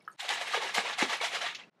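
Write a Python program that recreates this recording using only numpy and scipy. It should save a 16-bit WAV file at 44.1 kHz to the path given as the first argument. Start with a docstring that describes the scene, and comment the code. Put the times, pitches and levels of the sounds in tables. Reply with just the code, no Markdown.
"""Milk is shaken hard in a closed plastic bottle over a kitchen counter, after one drop plinks into it.
The liquid hits each end in turn, about eight times a second, making spray, fizz and gurgling bubbles
that the bottle's resonances colour. The two hardest strokes thump, and plastic scrapes at the end.
The room adds a short echo and quiet noise. The sound breaks off and fades back in twice,
before and after the shaking."""
import sys
import numpy as np
from scipy import signal
from scipy.fft import rfft, irfft, next_fast_len
from scipy.io import wavfile
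from scipy.ndimage import uniform_filter1d

SR = 44100
rng = np.random.default_rng(int(sys.argv[2]) if len(sys.argv) > 2 else 0)


def to_wav(sig):
    """Store sig (one row per channel, or 1-D mono) as 16-bit WAV at the path in sys.argv[1].

    Samples outside -1..1 are clipped; the rate is SR.
    """
    pcm = np.clip(np.atleast_2d(sig), -1, 1) * 32767
    pcm = np.round(pcm).astype(np.int16)
    wavfile.write(sys.argv[1], SR, pcm.T)  # frames by channels


N = 79380


def splashes():
    """Each wave of milk swells and dies away, driving spray, fine fizz and larger gurgling bubbles."""
    # waves breaking in the bottle: peak_s, level_db, rise_db_per_s, fall_db_per_s, fizz_db, gurgle_db
    waves = [(0.203, -38.5, 568, 291, 4, -22), (0.258, -40, 211, 323, 1.5, -2.5),
             (0.2898, -33, 1100, 405, 2.5, -6.5), (0.305, -31, 999, 152, -0.5, -3),
             (.342, -41, 498.5, 302, 9.5, -20), (0.38, -37.5, 402, 268, -9, -4),
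             (0.415, -36, 599.5, 217, 3.5, 0), (0.477, -37, 397, 266, 0, -4.5),
             (0.547, -32.5, 195, 254, 1, -4), (0.567, -34.5, 499, 194, -6, 0), (0.624, -36, 479, 109, 1, 1),
             (.688, -37.5, 274.5, 211, -5, -23), (.748, -33, 1100, 170, 7, -9),
             (0.779, -30.5, 327.5, 198, -2, -0.5), (.862, -35, 294, 166.5, -5, -1),
             (0.899, -37, 278.5, 205, -2, -0.5), (0.935, -36, 549, 419.5, -10, -19),
             (0.99, -31.5, 805, 166.5, 3, -3.5), (1.023, -29.5, 296, 215, -1, -1),
             (1.103, -33.5, 385.5, 214.5, -0.5, -3.5), (1.133, -33, 397.5, 191.5, 1, -1),
             (1.216, -35, 1204, 213, -1, 1), (1.247, -31, 293, 195, 1, -8.5),
             (1.352, -32.5, 214.5, 188, -1.5, -4), (1.416, -34.5, 1093, 137, -1.5, -5.5),
             (1.466, -34.5, 281, 169, -11.5, -27), (1.508, -51, 399.5, 242, -13, -23),
             (1.593, -49, 450, 220, -17, -6)]
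    # tone colours of the three kinds of bubbles: frequency_hz, level_db
    spray_colour = [(100, -47.5), (400, -33.5), (800, -9), (1300, -5), (2200, -0.5), (3000, -0.5),
                    (3900, -5.5), (4800, -10.5), (7000, -14), (15000, -51.5)]
    fizz_colour = [(2000, -34), (4000, -1.5), (5200, -5), (7300, -5), (9500, -9.5), (12000, -18.5),
                   (15500, -38.5)]
    gurgle_colour = [(60, -50.5), (130, -37), (250, -10.5), (380, -8.5), (500, -3), (600, -6.5), (800, -1),
                     (1100, -3.5), (1600, -0.5), (4000, -40)]
    steepen_db = 30.5  # smaller makes rise and fall steepen sooner away from the peak
    t, power = np.arange(N) / SR, np.zeros((3, N))
    for s, db, rise, fall, fizz_db, gurgle_db in waves:
        drop_db = np.maximum(rise * (s - t), fall * (t - s))
        wave_db = db - drop_db * (1 + drop_db / steepen_db)
        power += amp(wave_db + np.array([[0], [fizz_db], [gurgle_db]])) ** 2
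    spray, fizz, gurgle = np.sqrt(power)
    spray *= swarm(spray_colour, 822, 6070, cycles=30, rise=0.12,
                   spread_db=1.5, wash=0.9, count=3000, samples=1100)
    fizz *= swarm(fizz_colour, 3474, 14530, cycles=53, rise=0.042,
                  spread_db=6, wash=1, count=5000, samples=340)
    gurgle *= swarm(gurgle_colour, 363, 1313, cycles=10.6, rise=0.23,
                    spread_db=4.5, wash=0.41, count=800, samples=1800)
    return amp(0.5) * spray + amp(-10.5) * fizz + amp(-4.7) * gurgle


def glugs():
    """Small air pockets ring at a nearly steady pitch; large ones open up and gulp downwards."""
    # small air pockets: start_s, level_db, pitch_hz
    small_pockets = [(.19, -47.5, 830), (.226, -42, 750), (.245, -41.5, 598), (.297, -32, 1587),
                     (.301, -30, 820), (.409, -41.5, 506), (.533, -27.5, 1210), (.541, -28.5, 750),
                     (.542, -30, 1608), (.543, -33, 2120), (.562, -34, 2210), (.565, -35, 872),
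                     (0.616, -37, 1054), (.623, -33, 868), (.638, -38.5, 907), (.743, -30, 2073),
                     (.759, -37.5, 685), (.778, -33, 872), (.779, -34, 500), (.797, -39, 500),
                     (.853, -34.5, 960), (1.016, -28.5, 524), (1.022, -26, 838), (1.101, -33, 890),
                     (1.124, -40.5, 507), (1.131, -33, 1910), (1.139, -42, 830), (1.201, -31, 2220),
                     (1.209, -34.5, 485), (1.217, -44, 2080), (1.233, -31.5, 657), (1.238, -38, 850),
                     (1.352, -33, 2880), (1.411, -36.5, 1374), (1.423, -38, 620), (1.439, -36, 710),
                     (1.462, -36.5, 1170)]
    # large air pockets: start_s, level_db, start_pitch_hz, swell_s
    large_pockets = [(.32, -42, 486, 0.0041), (.546, -30, 598, 0.0043), (.565, -45, 595, 0.0043),
                     (.574, -30.5, 540, 0.0043), (0.653, -39, 473, .004), (1.029, -28, 478, 0.004),
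                     (1.062, -43, 410, 0.0092), (1.359, -40, 614, 0.0045)]
    out, t = np.zeros(N), np.arange(SR // 10) / SR
    for s, db, hz in small_pockets:
        add(out, s, amp(db) * bloop(t, hz, swell_s=0.0047, octaves_per_s=2.4))
    for s, db, hz, swell_s in large_pockets:
        add(out, s, amp(db) * bloop(t, hz, swell_s, octaves_per_s=-40))
    return out


def slaps():
    """Milk slaps the plastic wall, which stops ringing almost at once."""
    # hits on the wall: start_s, level_db, centre_hz
    hits = [(.206, -26, 3500), (.2915, -17, 3640), (.546, -24.5, 2080), (.7455, -29.5, 5200),
            (.751, -22, 2400), (.7815, -18, 1870), (1.013, -20, 1800), (1.0242, -17, 2115),
            (1.466, -25, 1520)]
    return blows(hits, t60=0.0093, width_octaves=0.45)


def thumps():
    """All the milk lands on the bottle's end: a tight knock, then a faint shudder."""
    # heavy landings: start_s, level_db, pitch_hz
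    landings = [(0.78, -35.5, 245), (1.0235, -23.5, 280)]
    knocks, t = np.zeros(N), np.arange(SR // 10) / SR
    for s, db, hz in landings:
        add(knocks, s, amp(db) * bloop(t, hz, swell_s=0.003, octaves_per_s=0))
    shudder = blows(landings, t60=0.1, width_octaves=0.6)
    return knocks + amp(-8) * shudder


def bottle(x):
    """The bottle and its air boost the pitches they like to ring at."""
    # resonances: centre_hz, width_hz, boost_db
    resonances = [(713, 72, 6), (866, 150, 3.5), (1160, 196, 3.5), (1700, 130, 5), (1997, 180, 3),
                  (3410, 120, 2.5), (3880, 300, 3)]

    def response(hz):
        return 1 + sum((amp(db) - 1) * 1j * hz * width / (centre ** 2 - hz ** 2 + 1j * hz * width)
                       for centre, width, db in resonances)
    return filtered(x, response)


def drip():
    """One drop plinks, echoes off close walls and rings on in the room."""
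    # tones of the plink: pitch_hz, level_db
    tones = [(1290, 0), (1640, -5), (3000, -26.5)]
    # the plink and its echoes: delay_s, level_db
    arrivals = [(0, 4.5), (.0054, -3.5), (.0085, -19), (0.021, -10)]
    start_s, rise_s, ring_s = 0.0765, 0.0016, 0.016
    out, t = np.zeros(N), np.arange(SR // 10) / SR
    plink = sum(amp(db) * bubble(t, hz, cycles=ring_s * hz, rise=0) for hz, db in tones)
    plink *= 1 - np.exp(-(t / rise_s) ** 2)
    for delay, db in arrivals:
        add(out, start_s + delay, amp(db - 25.5) * plink)
    return out + amp(-10) * kitchen(out)


def scrape():
    """Hard plastic, probably the cap, gives a short, bright scrape as the shaking ends."""
    # tone colour of the scrape: frequency_hz, level_db
    colour = [(1200, -24), (1900, -3), (2400, 2), (3400, 3.5), (4500, 0), (7000, -9), (8000, -32),
              (11400, -25.5), (14000, -46)]
    start_s, rise_s = 1.5465, 0.003
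    t = np.maximum(np.arange(N) / SR - start_s, 0)
    loudness = amp(-31.5) * (1 - np.exp(-t / rise_s)) * fade(t, t60=0.07)
    return loudness * coloured(rng.standard_normal(N), colour)


def pips():
    """Single small bubbles burst before the shaking and as the milk settles, and a last droplet falls in."""
    # bursting bubbles, the last one a falling droplet: start_s, level_db, pitch_hz
    bursts = [(.009, -57.5, 2240), (.05, -62, 4400), (.116, -53, 8400), (0.125, -55, 6500),
              (.131, -53.5, 9100), (1.598, -39.5, 3180), (1.615, -44, 2030), (1.636, -43.5, 2650)]
    out, t = np.zeros(N), np.arange(SR // 10) / SR
    for s, db, hz in bursts:
        add(out, s, amp(db) * bubble(t, hz, cycles=88, rise=0.037))
    return out


def froth():
    """Freshly poured milk crackles faintly while the bottle is open."""
    # tone colour of the froth: frequency_hz, level_db
    colour = [(700, -6), (4500, 0), (7000, -13), (12000, -11), (15000, -26)]
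    end_s = 0.142
    crackle = swarm(colour, 2900, 13000, cycles=100, rise=0.016,
                    spread_db=11, wash=0.48, count=300, samples=1200)
    return amp(-74) * crackle * (np.arange(N) / SR < end_s)


def kitchen(x):
    """The room's echo of x, each frequency dying at its own speed."""
    # time the echo takes to fall 60 dB: frequency_hz, fade_s
    fade_times = [(150, 0.18), (1500, 0.15), (6000, 0.19), (14000, 0.18)]
    hz, t, noise = signal.stft(rng.standard_normal(SR // 2), SR, nperseg=256)
    tail = signal.istft(noise * fade(t, along(fade_times, hz)[:, None]), SR, nperseg=256)[1]
    echo = np.pad(tail / np.linalg.norm(tail), (SR // 200, 0))  # arrives 5 ms late
    return signal.fftconvolve(x, echo)[:N]


def room_noise():
    """The room's quiet, low noise, a little louder around the shaking."""
    # loudness of the noise: time_s, level_db
    levels = [(.16, -66.5), (.2, -75), (.34, -62.5), (1.697, -61), (1.72, -64.5)]
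    # its tone colour: frequency_hz, level_db
    colour = [(25, -2), (80, -8), (125, 2), (300, 0), (800, -4), (2000, -12), (4500, -23), (8000, -34),
              (15000, -46)]
    return gain_curve(levels) * coloured(rng.standard_normal(N), colour)


def swarm(colour, lo_hz, hi_hz, cycles, rise, spread_db, wash, count, samples):
    """A steady stream of random bubbles at average level 1; wash sets how much noise is mixed in."""
    noise = rng.standard_normal(N)
    timing, pitch, softness, flip = np.hsplit(rng.random((count, 4)), 4)
    hz = lo_hz * (hi_hz / lo_hz) ** pitch
    gain = amp(-spread_db * np.log(1 - 0.97 * softness)) * hz / lo_hz * np.sign(flip - 0.5)
    starts = ((np.arange(count)[:, None] + 2 * timing) * N / count).astype(int)
    rings = gain * bubble(np.arange(samples) / SR, hz, cycles, rise)
    positions = starts + np.arange(samples)
    stream = coloured(np.bincount(positions.ravel(), rings.ravel(), N)[:N], colour)
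    stream /= np.sqrt(np.abs(uniform_filter1d(stream ** 2, size=1400)) + 1e-6)  # even out the loudness
    return unit(stream + wash * coloured(noise, colour))


def bubble(t, hz, cycles, rise):
    """A bubble rings, fading 60 dB over the given cycles while its pitch climbs by the fraction rise."""
    life_s, start_cycles = cycles / hz, 0.89
    tone = np.sin(2 * np.pi * hz * t * (1 + rise * t / life_s / 2))
    soft_start = 1 - np.exp(-(hz * t / start_cycles) ** 2)
    return tone * fade(t, life_s) * soft_start


def bloop(t, hz, swell_s, octaves_per_s):
    """A rounded tone that can glide; it is loudest at swell_s and then dies."""
    pitch_hz = hz * 2 ** (octaves_per_s * t)
    swell = (t / swell_s * np.exp(1 - t / swell_s)) ** 2
    return np.sin(2 * np.pi * np.cumsum(pitch_hz) / SR) * swell


def blows(hits, t60, width_octaves):
    """Liquid striking plastic: each hit is a short burst of noise around a centre pitch."""
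    out, t = np.zeros(N), np.arange(SR // 8) / SR
    frequencies = np.fft.rfftfreq(len(t), 1 / SR) + 1
    for s, db, hz in hits:
        band = np.exp(-0.5 * (np.log2(frequencies / hz) / width_octaves) ** 2)
        noise = irfft(rfft(rng.standard_normal(len(t))) * band, len(t))
        burst = noise * fade(t, t60) * (1 - np.exp(-2 * hz * t))
        add(out, s, amp(db) * burst / np.abs(burst).max())
    return out


def amp(db):
    """Turn decibels into a multiplier."""
    return 10 ** (np.asarray(db) / 20)


def gain_curve(points):
    """A multiplier that follows (time_s, level_db) points."""
    s, db = np.transpose(points)
    return amp(np.interp(np.arange(N) / SR, s, db))


def fade(t, t60):
    """Die away by 60 dB every t60 seconds."""
    return np.exp(-np.log(1000) * t / t60)


def unit(x):
    """Scale to an average (rms) level of 1."""
    return x / np.sqrt(np.mean(x ** 2) + 1e-20)


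def along(points, hz):
    """Read between (frequency_hz, value) points, with octaves evenly spaced."""
    frequencies, values = np.transpose(points)
    return np.interp(np.log(hz + 1), np.log(frequencies + 1), values)


def filtered(x, response):
    """Multiply each frequency in x by response(hz)."""
    size = next_fast_len(N + SR // 2)
    return irfft(rfft(x, size) * response(np.fft.rfftfreq(size, 1 / SR)), size)[..., :N]


def coloured(x, points):
    """Give x a tone colour, at average level 1."""
    return unit(filtered(x, lambda hz: amp(along(points, hz))))


def add(track, s, sound):
    """Mix a sound in at s seconds."""
    i = max(round(s * SR), 0)
    track[i:i + len(sound)] += sound[:max(N - i, 0)]


def scene():
    """Bottle and drip in the kitchen over quiet room noise, the same in both ears."""
    liquid = splashes() + glugs() + slaps() + thumps()
    direct = amp(-1.5) * bottle(liquid) + froth() + pips() + scrape()
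    mono = direct + amp(-10) * kitchen(direct) + drip() + room_noise()
    return np.array([mono, mono])


def record(dry):
    """The microphone loses deep bass; the level dips twice and the highest treble is cut."""
    # two sudden dips that fade back up: time_s, level_db
    dips = [(.162, 0), (.165, -30), (.175, -16), (.197, 0), (1.697, 0), (1.701, -35), (1.722, -14),
            (1.76, -7), (1.8, -5)]
    low_cut_hz, top_hz = 125, 15600
    thin = signal.sosfilt(signal.butter(4, low_cut_hz, "highpass", fs=SR, output="sos"), dry)
    return filtered(thin * gain_curve(dips), lambda hz: hz < top_hz)


dry = scene()
out = record(dry)
to_wav(out)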